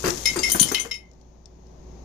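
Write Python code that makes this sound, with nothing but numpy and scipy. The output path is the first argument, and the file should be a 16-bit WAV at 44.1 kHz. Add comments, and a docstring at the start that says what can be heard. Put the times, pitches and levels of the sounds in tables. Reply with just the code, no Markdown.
"""A quiet room, up close: a small carton is dragged out of a cardboard box full of glassware.
Card scrapes on card, the box walls boom and slap, and a wide jar, a bottle and a small glass clink
together, each contact a sharp crack and a wavering ring. Then fingers tick on the carton over a low
appliance hum, while the gain control holds and slowly recovers from the loudest clink."""
import sys
import numpy as np
from scipy import signal
from scipy.fft import rfft, irfft, next_fast_len
from scipy.io import wavfile
from scipy.ndimage import uniform_filter1d, minimum_filter1d, map_coordinates

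SR = 44100
rng = np.random.default_rng(int(sys.argv[2]) if len(sys.argv) > 2 else 0)


def int16_out(signal):
    """Quantize to a 16-bit WAV file."""
    q = np.round(np.clip(np.atleast_2d(signal).T, -1, 1) * 32767)
    wavfile.write(sys.argv[1], SR, q.astype(np.int16))


N = 90140
HIT_S, RING_ATTACK_S = .32, .001

# the five registers of a clink, low to high: f/Hz
REGISTERS_HZ = [2100, 3100, 6000, 10000, 14000]


def amp(db):
    """Decibels to gain."""
    return 10 ** (np.asarray(db) / 20)


def unit(x):
    """Scale to rms 1."""
    return x / np.sqrt(np.mean(x ** 2) + 1e-20)


def along(points, hz):
    """Read a curve of (f/Hz, value) points on a log frequency axis."""
    f, v = np.transpose(points)
    return np.interp(np.log(hz + 1), np.log(f + 1), v)


def decay(t, t60):
    """An envelope that falls 60 dB in t60 seconds."""
    return np.exp(-np.log(1000) * t / t60)


def filtered(x, response):
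    """EQ x with a gain given as a function of frequency."""
    size = next_fast_len(x.shape[-1] + 4096)
    gain = response(np.fft.rfftfreq(size, 1 / SR))
    return irfft(rfft(x, size) * gain, size)[..., :x.shape[-1]]


def add(track, s, sound):
    """Mix a sound in at s seconds."""
    part = track[:, max(round(s * SR), 0):][:, :sound.shape[1]]
    part += sound[:, :part.shape[1]]


def noise(spectrum, size):
    """Coloured stereo noise of rms 1, nearly mono in the bass and wide in the mids."""
    # likeness of left and right: f/Hz, correlation
    likeness = [(60, 0.89), (350, 0.7), (700, 0.031), (1500, 0.02), (15000, 0.49)]

    def mid_side_gains(hz):
        width = np.arccos(np.clip(along(likeness, hz), -1, 1)) / 2
        return amp(along(spectrum, hz)) * [np.cos(width), np.sin(width)]

    mid, side = filtered(rng.standard_normal((2, size)), mid_side_gains)
    return unit(np.array([mid + side, mid - side]))


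def burst(spectrum, t60, attack_s=.0003):
    """The dying noise of one contact."""
    t = np.arange(int(HIT_S * SR)) / SR
    return noise(spectrum, len(t)) * decay(t, t60) * (1 - np.exp(-t / attack_s))


def ring(modes, attack_s=RING_ATTACK_S, rattling=0):
    """Damped modes (f/Hz, level/dB, t60/s); loose contact makes them waver, the high ones most."""
    scatter_db, rattle_db, rattle_hz = 1.5, 2.5, 130
    t = np.arange(int(HIT_S * SR)) / SR
    out = 0
    for k, (hz, db, t60) in enumerate(modes):
        height = hz / REGISTERS_HZ[0]
        right_phase = np.array([[0], [rng.uniform(-2, 2) * min(height, 1)]])  # ports are out of step
        swell, drift = [rattling * np.interp(t * rattle_hz, np.arange(len(points)), points)
                        for points in rng.standard_normal((2, 64))]
        level = amp(db + scatter_db * rng.normal() + rattle_db * swell) * decay(t, t60)
        phase = 2 * np.pi * hz * t + right_phase + .45 * np.sqrt(height) * drift
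        out = out + (-1) ** k * level * np.sin(phase)
    return out * (1 - np.exp(-t / attack_s))


def room_tone():
    """The bed: steady air noise and the two-note hum of an appliance."""
    # colour of the air: f/Hz, level/dB
    air = [(20, -2), (40, -1), (90, -3), (180, -2), (280, -6.5), (380, -7.5), (550, -9.5), (850, -11.5),
           (1400, -26), (3000, -30), (5000, -27.5), (6600, -20.5), (8200, -52.5), (15000, -51)]
    t = np.arange(N) / SR
    hum = amp(-41.5) * np.sin(2 * np.pi * 58.7 * t) + amp(-52.5) * np.sin(2 * np.pi * 372 * t)
    return amp(-44.5) * noise(air, N) + hum


def room_reverb(x):
    """A short, dark tail from the box and the furnished room."""
    # reverb time: f/Hz, t60/s
    reverb_time = [(200, 0.27), (2000, 0.35), (6000, 0.087), (14000, 0.097)]
    hz, t, bands = signal.stft(rng.standard_normal((2, SR // 2)), SR, nperseg=256)
    _, tail = signal.istft(bands * decay(t, along(reverb_time, hz)[:, None]), SR, nperseg=256)
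    return signal.fftconvolve(x, tail / np.linalg.norm(tail[0]), axes=1)[:, :N]


def box():
    """The bumped cardboard wall booms and slaps; the floor thumps as weight settles on it."""
    # the carton hits the wall: t/s, wall pitch/Hz, boom/dB, slap/dB
    bumps = [(.0405, 370, -20.5, -19), (0.057, 360, -31.5, -19.5), (.068, 360.5, -17.5, -22),
             (0.083, 351.4, -20, -19), (.118, 377, -33, -38), (0.3591, 351.7, -16, -20.5),
             (0.374, 353.8, -31, -25), (0.39, 373.8, -22.5, -26), (0.547, 326.3, -22, -15),
             (0.7112, 399, -18, -31), (0.7157, 405.3, -16.5, -13), (0.85, 470, -28, -25)]
    # wall modes: ratio to the wall pitch, level/dB, t60/s
    wall_modes = [(.66, -13, .1), (.93, -5, 0.11), (1, 1.5, .16), (1.15, -5.5, .09), (1.35, -24.5, 0.044)]
    # colour of the slap: f/Hz, level/dB
    slap = [(60, -15), (200, 1), (430, 2), (620, -5.5), (900, -3), (1600, -3.5), (2400, -12), (6000, -33),
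            (15000, -25)]
    # weight lands on the box floor: t/s, level/dB
    thumps = [(.085, -28.5), (0.314, -31), (.549, -26), (0.606, -10.5), (0.647, -20)]
    # box floor modes: f/Hz, level/dB, t60/s
    floor_modes = [(90, -24.5, .12), (138, 1, 0.049), (185.5, -3.5, 0.12), (237.5, -0.5, 0.057),
                   (313, -4.5, .08)]
    out = np.zeros((2, N))
    for s, pitch_hz, boom_db, slap_db in bumps:
        boom = ring([(pitch_hz * ratio, db, t60) for ratio, db, t60 in wall_modes])
        add(out, s, amp(boom_db) * boom + amp(slap_db) * burst(slap, t60=.1))
    for s, db in thumps:
        add(out, s, amp(db) * ring(floor_modes, attack_s=.0022))
    return out


def carton(grain_db=3, grain_hz=890):
    """Grainy friction of card on card until the carton is free; its edges and the fingers tick."""
    # fader curve of the scrape: t/s, level/dB
    slide = [(0, -34), (.04, -33), (.08, -23.5), (.14, -33.5), (.23, -32), (.33, -29.5), (.42, -33.5),
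             (.49, -26), (.56, -28.5), (.66, -19.5), (.73, -26.5), (.81, -27), (.88, -37.5), (.98, -74.5)]
    # colour of the scrape: f/Hz, level/dB
    scrape = [(80, -6), (200, -0.5), (380, 0.5), (700, -6.5), (2200, -12.5), (4000, -6.5), (6500, 1.5),
              (8200, -8.5), (11000, -14), (15000, -22)]
    # edge and finger ticks: t/s, level/dB
    ticks = [(0.06, -15.5), (0.1047, -11.5), (0.174, -27), (0.484, -21.5), (.509, -15.5), (0.9, -31),
             (1.114, -41), (1.1344, -46), (1.2128, -39.5), (1.4573, -27), (1.6684, -47)]
    # colour of a tick: f/Hz, level/dB
    tick = [(300, -29), (2000, -23), (3800, -5.5), (5300, 0.5), (6200, -2.5), (7000, -2), (8500, -18),
            (11000, -32), (15000, -44)]
    # ping of the card's stiff edge: f/Hz, level/dB, t60/s
    edge_modes = [(5310, 4, .014), (6000, 0, 0.01)]
    t = np.arange(N) / SR
    grain = map_coordinates(rng.standard_normal(N), [t * grain_hz])
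    friction = unit(amp(grain_db * grain) * noise(scrape, N))
    out = amp(np.interp(t, *np.transpose(slide))) * friction
    for s, db in ticks:
        add(out, s, amp(db) * (burst(tick, t60=.013) + ring(edge_modes)))
    return out


def shiver(strike_colour, count=110, t60=.18):
    """The neighbouring glassware shivers along with a clink in a dense cluster of weak modes."""
    # colour of the cluster: f/Hz, level/dB
    colour = [(1900, -10.5), (3000, 4), (5000, -11), (7000, 7), (8000, -14), (9500, 4), (12000, -11.5),
              (15000, -8.5)]
    t = np.arange(int(HIT_S * SR)) / SR
    hz = rng.uniform(1900, 15500, count)
    levels = amp(along(colour, hz) + along(strike_colour, hz))
    spectrum = np.zeros((2, len(t) // 2 + 1), complex)
    spectrum[:, (hz * len(t) / SR).astype(int)] = levels * np.exp(2j * np.pi * rng.random((2, count)))
    cluster = irfft(spectrum, len(t)) * len(t) / np.sqrt(2 * count)
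    return cluster * decay(t, t60) * (1 - np.exp(-t / RING_ATTACK_S))


def glassware(damping_slope=.17):
    """Each contact cracks and rings one vessel; the spot struck sets the level of each register."""
    # clinks of each vessel: t/s, level/dB in each of the five registers, crack/dB
    jar_clinks = [(.250, -38.5, -33.5, -49, -50.5, -57.5, -50.5), (.2555, -23, -17.5, -15, -18, -22.5, -19),
                  (.272, -21, -21.5, -10.5, -44.5, -29.5, -22),
                  (.290, -20.5, -26.5, -34.5, -32.5, -38.5, -39.5),
                  (.4315, -17.5, -17.5, -15.5, -20, -29.5, -24), (.446, -22, -34, -28.5, -32.5, -37.5, -38),
                  (.462, -25, -24.5, -30.5, -31, -44, -36), (.684, -27, -44, -16, -23.5, -45, -38.5),
                  (.7455, -17.5, -2.5, -21, -21.5, -21.5, -5.5), (.781, -20, -17, -52, -38, -33.5, -25),
                  (.9115, -25, -17, -18.5, -43, -32.5, -20), (.940, -31, -27, -27, -34, -37, -54)]
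    bottle_clinks = [(.498, -37, -30, -25.5, -22.5, -24.5, -16.5),
                     (.517, -37, -22, -19.5, -10.5, -9.5, -19.5),
                     (.533, -46, -39, -26.5, -22.5, -14.5, -32), (.556, -44, -32, -31, -20, -17.5, -28),
                     (.5965, -21.5, -15, -2.5, -10, -15.5, -7), (.614, -18, -15.5, -26, -1.5, -11, -10),
                     (.627, -20, -7, -15, -22, -10, -5), (.718, -38, -55, -19, -22, -17.5, -20),
                     (.796, -31, -20.5, -18, -22, -32.5, -20), (.812, -35, -49, -21.5, -30, -37, -39.5)]
    glass_clinks = [(0.046, -41, -22, -25.5, -45, -38.5, -32),
                    (.361, -44.5, -33.5, -26.5, -20.5, -37.5, -36.5),
                    (.389, -23, -31, -16.5, -29, -41.5, -20)]
    # modes of each vessel: f/Hz
    jar_hz = [2072, 2138, 2535, 2750, 3062, 3830, 4735, 5190, 5345, 5430, 6360, 7058, 9410, 10230, 11700]
    bottle_hz = [3050, 3180, 6120, 6250, 6830, 7044, 7415, 8904, 8970, 9390, 9470, 9575, 10350, 11200,
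                 12120, 12650, 13500, 13560, 14490]
    glass_hz = [2740, 4683, 4823, 6490, 7311, 8640]
    # balance of those modes: level/dB
    jar_db = [0, 2, -14, -16.5, -3, -9, -16, -0.5, -9.5, 3, -10.5, -6, -12.5, -5.5, -14]
    bottle_db = [1.5, -5, 5.5, -2.5, -7, -10, -4.5, -4.5, -11, 3, -5, -11, -13.5, -11, -23, -16.5, -9.5,
                 -11.5, -5.5]
    glass_db = [-3.5, -3.5, -3, -5.5, -5, -1.5]
    # colour of the glass-on-glass crack: f/Hz, level/dB
    crack = [(200, -16), (1200, -6), (2600, -10.5), (4000, 6.5), (6500, -1.5), (8000, -10.5), (10000, -4.5),
             (15000, -32.5)]
    jar_t60, bottle_t60, glass_t60 = .18, .12, .19  # s at the lowest register; higher modes die sooner
    vessels = [(jar_clinks, jar_hz, jar_db, jar_t60),
               (bottle_clinks, bottle_hz, bottle_db, bottle_t60),
               (glass_clinks, glass_hz, glass_db, glass_t60)]
    out = np.zeros((2, N))
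    for clinks, mode_hz, mode_db, t60 in vessels:
        for s, *register_db, crack_db in clinks:
            strike_colour = list(zip(REGISTERS_HZ, register_db))
            modes = [(hz, db + along(strike_colour, hz), t60 * (REGISTERS_HZ[0] / hz) ** damping_slope)
                     for hz, db in zip(mode_hz, mode_db)]
            ringing = ring(modes, rattling=1) + amp(-2.5) * shiver(strike_colour)
            add(out, s, ringing + amp(crack_db) * burst(crack, t60=.04))
    return out


def scene():
    """The close sources and their reverb over the room tone."""
    close = glassware() + box() + carton()
    return close + amp(-11) * room_reverb(close) + room_tone()


def gain_control(x):
    """A loud moment on the left channel ducks both; the gain holds, then creeps back."""
    threshold_db, range_db = -13, 7.5
    attack_s, hold_s, release_db_per_s = .012, .8, 17
    level_db = 10 * np.log10(np.abs(uniform_filter1d(x[0] ** 2, size=256)) + 1e-12)
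    cut_db = np.clip(level_db - threshold_db, 0, range_db)
    half_hold = int(hold_s * SR) // 2
    held_db = -minimum_filter1d(-cut_db, 2 * half_hold + 1, origin=half_hold, mode="constant")
    ramp_db = release_db_per_s * np.arange(N) / SR
    released_db = np.maximum.accumulate(held_db + ramp_db) - ramp_db
    pole = np.exp(-1 / (attack_s * SR))
    return x * amp(-signal.lfilter([1 - pole], [1, -pole], released_db))


def record(dry):
    """A stereo microphone with a shaded right port, then gain control, clipping and a top cut."""
    # EQ of the shaded port: f/Hz, level/dB
    shading = [(90, 0.5), (200, -2.5), (380, -5.5), (1300, -7.5), (2100, -3), (3000, -13), (4400, -18),
               (7000, -26), (9400, -13.5), (11500, 1.5), (15000, -3.5)]
    right = filtered(dry[1], lambda hz: amp(along(shading, hz)))
    clipped = np.clip(gain_control(np.array([dry[0], right])), -1, 1)
    return filtered(clipped, lambda hz: hz < 15500)


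dry = scene()
out = record(dry)
int16_out(out)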